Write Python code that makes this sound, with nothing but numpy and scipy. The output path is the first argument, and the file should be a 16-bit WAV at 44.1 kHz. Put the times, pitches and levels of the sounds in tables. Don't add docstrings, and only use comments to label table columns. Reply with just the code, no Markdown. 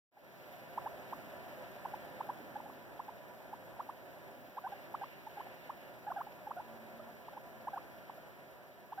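import sys
import numpy as np
from scipy import signal
from scipy.fft import rfft, irfft
from scipy.io import wavfile
from scipy.ndimage import uniform_filter1d, minimum_filter1d

SR = 44100
rng = np.random.default_rng(int(sys.argv[2]) if len(sys.argv) > 2 else 0)


def dump(signal):
    limited = np.clip(np.atleast_2d(signal).T, -1, 1)
    pcm = np.round(limited * 32767).astype(np.int16)
    wavfile.write(sys.argv[1], SR, pcm)


N = 396900
TIME = np.arange(N) / SR
FREQS = np.arange(N // 2 + 1) * SR / N


def undb(db):
    return 10 ** (np.asarray(db) / 20)


def lookup(table, hz):
    points, values = np.transpose(table)
    return np.interp(np.log(np.maximum(hz, 1)), np.log(points), values)


def smooth(x, seconds):
    size = max(int(seconds * SR), 1)
    return uniform_filter1d(uniform_filter1d(x, size, mode="constant"), size, mode="constant")


def fluctuation(bandwidth_hz):
    x = irfft(rfft(rng.standard_normal(N)) * np.exp(-(FREQS / bandwidth_hz) ** 2), N)
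    return x / x.std()


def swell(start, length, edge_s):
    return (np.tanh((TIME - start) / edge_s) - np.tanh((TIME - start - length) / edge_s)) / 2


def place(x, right_db):
    return x * undb(np.array([[-right_db], [right_db]]) / 2)


def port_noise(spectrum, correlation=0, peaks=()):
    alike = np.clip(correlation, -.99, .99)
    resonance_db = sum(db / (1 + (2 * (FREQS - hz) / width) ** 2) for hz, width, db in peaks)
    colour = undb(lookup(spectrum, FREQS) + resonance_db)
    mid = irfft(rfft(rng.standard_normal(N)) * colour * np.sqrt(1 + alike), N)
    side = irfft(rfft(rng.standard_normal(N)) * colour * np.sqrt(1 - alike), N)
    return np.array([mid + side, mid - side]) / mid.std()


# (frequency [Hz], relative spectral density [dB])
ROOM_SPECTRUM = [(25, -28.5), (60, -7.5), (85, -9.5), (125, -1), (300, -5.5), (390, -4.5), (465, -11.5),
                 (570, -3.5), (700, -6), (810, -8.5), (1000, -13), (1200, -14), (1600, -12.5),
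                 (4000, -39.5)]
# (frequency [Hz], correlation [-1 to 1])
ROOM_CORRELATION = [(60, 0.44), (250, 0.78), (600, 0.77), (850, 0.26), (1300, -0.47), (2200, 0.052)]
# (frequency [Hz], bandwidth [Hz], gain [dB])
ROOM_MODES = [(397, 37, 1.5), (518.4, 20, 7), (602, 26, 3), (702, 34, 4.5), (981, 34, 8), (1387, 16, 6.5),
              (1747, 95, 4), (2890, 69, 1)]

def room_rush(level_db, gain_db=7, waver_db=0.73):
    rush = port_noise(ROOM_SPECTRUM, lookup(ROOM_CORRELATION, FREQS), ROOM_MODES)
    return rush * undb(level_db + gain_db + waver_db * fluctuation(8.4))


# (frequency [Hz], relative spectral density [dB])
ROOM_TREBLE_SPECTRUM = [(700, -30), (1300, 2), (1900, 1), (2300, 7), (2650, 1), (3100, -1.5), (3500, -4.5),
                        (4500, -6.5), (6500, -18), (9000, -27)]

def room_treble(level_db, gain_db=7):
    return port_noise(ROOM_TREBLE_SPECTRUM, peaks=ROOM_MODES) * undb(level_db + gain_db)


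# (frequency [Hz], relative spectral density [dB])
HISS_SPECTRUM = [(2000, -10.5), (6000, -3.5), (8700, -13), (10300, -6.5), (11300, 1.5), (12000, -4.5),
                 (12800, 5), (13700, -2), (14500, 5), (15500, -3)]

def microphone_hiss(level_db, gain_db=3, flicker_db=1.0):
    return port_noise(HISS_SPECTRUM) * undb(level_db + gain_db + flicker_db * fluctuation(50))


def note_pitch(progress, top_hz, sag=.12):
    return top_hz * (1 - sag * (2 * progress - 1) ** 2)


def flick_pitch(progress, final_hz, rest_hz=769, power=1.55):
    return rest_hz + (final_hz - rest_hz) * progress ** power


def effort_db(progress, fullest=0.57, onset_db=-5, ending_db=-8):
    rise = onset_db * (1 - progress / fullest) ** 2
    fall = ending_db * ((progress - fullest) / (1 - fullest)) ** 2
    return np.where(progress < fullest, rise, fall)


# (onset [s], duration [s], top pitch [Hz], relative level [dB])
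HELD_NOTES = [(.168, 0.013, 825, -37.5), (2.555, 0.018, 856, -35.5), (2.601, 0.0057, 933, -40),
              (2.656, 0.015, 830, -44), (3.403, 0.0067, 890, -47), (4.168, .013, 820, -49),
              (4.639, 0.023, 771, -36.5), (4.72, 0.021, 818, -38), (5.013, .015, 810, -35.5),
              (5.266, .015, 896, -39.5), (5.369, .021, 836, -40), (5.468, 0.0078, 798, -44),
              (6.067, 0.028, 849, -34.5), (6.101, 0.016, 717, -35), (6.161, 0.023, 824, -33.5),
              (6.185, 0.0174, 718.7, -38), (6.268, 0.01, 830, -40.5), (6.468, 0.0144, 856, -37),
              (6.566, 0.026, 741, -38.5), (6.995, .012, 644, -41), (7.332, .009, 819.6, -46),
              (7.732, .018, 809, -35.5), (7.758, .012, 736, -39), (8.176, .012, 694, -45.5),
              (8.977, .025, 794, -36.5)]
# (onset [s], duration [s], final pitch [Hz], relative level [dB])
RISING_FLICKS = [(.775, 0.013, 1220, -29.5), (.859, 0.019, 1096, -32.5), (1.125, 0.013, 1250, -33.5),
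                 (1.851, .011, 1110, -33), (1.936, 0.011, 969, -34), (2.205, 0.01, 1176, -31),
                 (2.29, 0.016, 1106, -32.5), (2.696, 0.0082, 1284, -43), (2.993, .014, 1240, -35.5),
                 (3.082, .015, 1070, -39), (3.528, 0.015, 1050, -38), (3.794, 0.018, 1328, -34.5),
                 (3.889, .013, 1280, -36), (4.569, 0.022, 1225, -36.5), (4.658, 0.021, 1150, -35),
                 (4.941, .013, 1400, -32.5), (5.026, 0.02, 1230, -37.5), (5.397, .018, 1230, -38.5),
                 (5.693, 0.015, 1240, -35), (6.113, .012, 1300, -33.5), (6.204, 0.017, 1331, -33.5),
                 (6.507, 0.013, 1360, -34), (6.594, 0.017, 1067, -38), (7.282, 0.0072, 1208, -39.5),
                 (7.367, .015, 1076, -40.5), (7.671, 0.019, 1160, -33), (7.768, 0.016, 1300, -35),
                 (8.095, 0.0075, 1193, -37.5), (8.921, 0.0151, 1140, -37.5)]
# (overtone frequency [Hz], gain [dB])
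THROAT_RESPONSE = [(1250, -11), (1420, -14), (1600, -14.5), (1800, -28), (2100, -26), (2800, -38)]

def guinea_pig(jitter=0.01237, shimmer_db=0.87, gain_db=-0.16, octave_db=2, settle_s=0.012):
    pitch, effort = np.zeros(N), np.zeros(N)
    for syllables, contour in ((HELD_NOTES, note_pitch), (RISING_FLICKS, flick_pitch)):
        for start, length, hz, db in syllables:
            span = np.arange(int(start * SR), min(int((start + length) * SR), N))
            progress = np.linspace(0, 1, len(span))
            pitch[span] = contour(progress, hz)
            effort[span] = undb(db + effort_db(progress))
    voiced = pitch > 0
    pitch = smooth(np.interp(TIME, TIME[voiced], pitch[voiced]), seconds=.0015)
    pitch *= 1 + jitter * fluctuation(296)
    phase = 2 * np.pi * np.cumsum(pitch) / SR
    effort = minimum_filter1d(-minimum_filter1d(-effort, size=221), size=221)
    effort = smooth(effort, seconds=.0009) * undb(gain_db + shimmer_db * fluctuation(270))
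    build_up = smooth(voiced.astype(float), settle_s)
    octave = build_up * undb(octave_db + lookup(THROAT_RESPONSE, 2 * pitch)) * np.sin(2 * phase)
    return place(effort * np.sin(phase), right_db=2.5) + place(effort * octave, right_db=12)


def reflections(source, t60_s=0.16, wet_db=-24, gap_s=0.0068):
    t = TIME[:SR // 2]
    decay = np.exp(-np.log(1000) * t / t60_s) * (t > gap_s)
    tail = rng.standard_normal((2, len(t))) * decay
    tail /= np.sqrt(np.sum(tail ** 2, axis=1, keepdims=True))
    return undb(wet_db) * signal.fftconvolve(source.mean(axis=0)[None], tail, axes=1)[:, :N]


# (frequency [Hz], relative spectral density [dB])
STROKE_SPECTRUM = [(1000, -18), (1800, 7), (2200, 8), (2550, 2), (2880, 2), (3400, -7), (4300, -8),
                   (6500, -27), (9000, -37)]
# (frequency [Hz], bandwidth [Hz], gain [dB])
STROKE_RESONANCE = [(2870, 220, 3)]
# (onset [s], duration [s], relative level [dB])
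HAND_STROKES = [(.5, 1.75, -69), (4.665, 0.21, -65.5), (4.982, 0.23, -63.5), (5.32, 0.39, -64),
                (5.78, 0.13, -64)]

def stroking(gain_db=3):
    pressure = sum(undb(db + gain_db) * swell(start, length, edge_s=0.039)
                   for start, length, db in HAND_STROKES)
    return port_noise(STROKE_SPECTRUM, peaks=ROOM_MODES + STROKE_RESONANCE) * pressure


# (centre time [s], duration [s], relative rumble level [dB], relative brush level [dB])
FINGER_PRESSES = [(1.202, 0.22, -60, -82), (2.416, 0.11, -57, -69), (2.653, 0.29, -59.5, -84),
                  (4.153, 0.53, -76, -85), (4.427, 0.22, -64.5, -68), (6.219, 0.089, -73, -65)]

def touches(rumble_gain_db=7, brush_gain_db=2):
    rumble = port_noise([(130, -52), (230, -2), (300, -6), (480, -33), (1000, -70)], correlation=0.98)
    brush = port_noise([(3000, -26), (9000, -24), (13000, -7), (15000, 8)])
    out = np.zeros((2, N))
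    for centre, length, rumble_db, brush_db in FINGER_PRESSES:
        pressure = np.exp(-(2 * (TIME - centre) / length) ** 2)
        contact = undb(rumble_db + rumble_gain_db) * rumble + undb(brush_db + brush_gain_db) * brush
        out += pressure * contact
    return out


# (onset [s], duration [s], pitch [Hz], relative level [dB])
FAR_HUM_SWELLS = [(6.593, 0.57, 228.2, -58), (7.532, .12, 224, -56)]

def far_hum(gain_db=7, pitch_wander=0.00767, waver_db=2.5):
    warped_time = np.cumsum(1 + pitch_wander * fluctuation(16.8)) / SR
    tone = sum(undb(db) * swell(start, length, edge_s=0.12) * np.sin(2 * np.pi * hz * warped_time)
               for start, length, hz, db in FAR_HUM_SWELLS)
    return tone * undb(gain_db + waver_db * fluctuation(12))


# (time [s], relative level of the rush [dB], relative level of hiss and hush [dB])
BACKGROUND_LEVELS = [(0.6, -57, -67.5), (0.64, -57, -70), (0.81, -53.5, -68.5), (1.09, -55.5, -68.5),
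                     (1.56, -53.5, -69), (2.24, -55, -69), (2.77, -57, -70.5), (2.82, -57.5, -71.5),
                     (3.97, -58.5, -71), (4.25, -58, -71.5), (4.67, -61, -71.5), (4.69, -56.5, -70),
                     (5.14, -58.5, -70), (7.08, -57.5, -71.5), (7.64, -58, -71.5), (7.83, -57, -70.5),
                     (8.91, -61, -74), (9.0, -58.5, -71.5)]

def scene(flicker_db=1):
    times, *levels = np.transpose(BACKGROUND_LEVELS)
    rush_db, floor_db = (np.interp(TIME, times, db) for db in levels)
    voice = guinea_pig()
    voice_in_room = voice + reflections(voice) + room_rush(rush_db)
    hush_and_strokes = (room_treble(floor_db) + stroking()) * undb(flicker_db * fluctuation(37))
    return voice_in_room + hush_and_strokes + touches() + microphone_hiss(floor_db) + far_hum()


# (frequency [Hz], share [0 to 1])
CROSSFEED = [(100, 0.71), (2000, 0.74), (6500, 0.71), (11000, 0.5), (15000, .55)]

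def record(dry, lag_samples=20, open_s=.111, fade_s=0.3, cutoff_hz=15750):
    hz = np.arange(N + 1) * SR / (2 * N)
    share = np.clip(lookup(CROSSFEED, hz), 0, 1)
    ports = rfft(dry, 2 * N)
    opposite = ports[::-1] * np.exp(-2j * np.pi * hz * lag_samples / SR)
    wide = irfft((ports - share * opposite) / (1 + share))[:, :N]
    fade_in = np.tanh(np.maximum(TIME - open_s, 0) / fade_s)
    low_pass = signal.ellip(10, .1, 80, cutoff_hz, fs=SR, output="sos")
    return signal.sosfilt(low_pass, place(wide, right_db=1) * fade_in)


dry = scene()
out = record(dry)
dump(out)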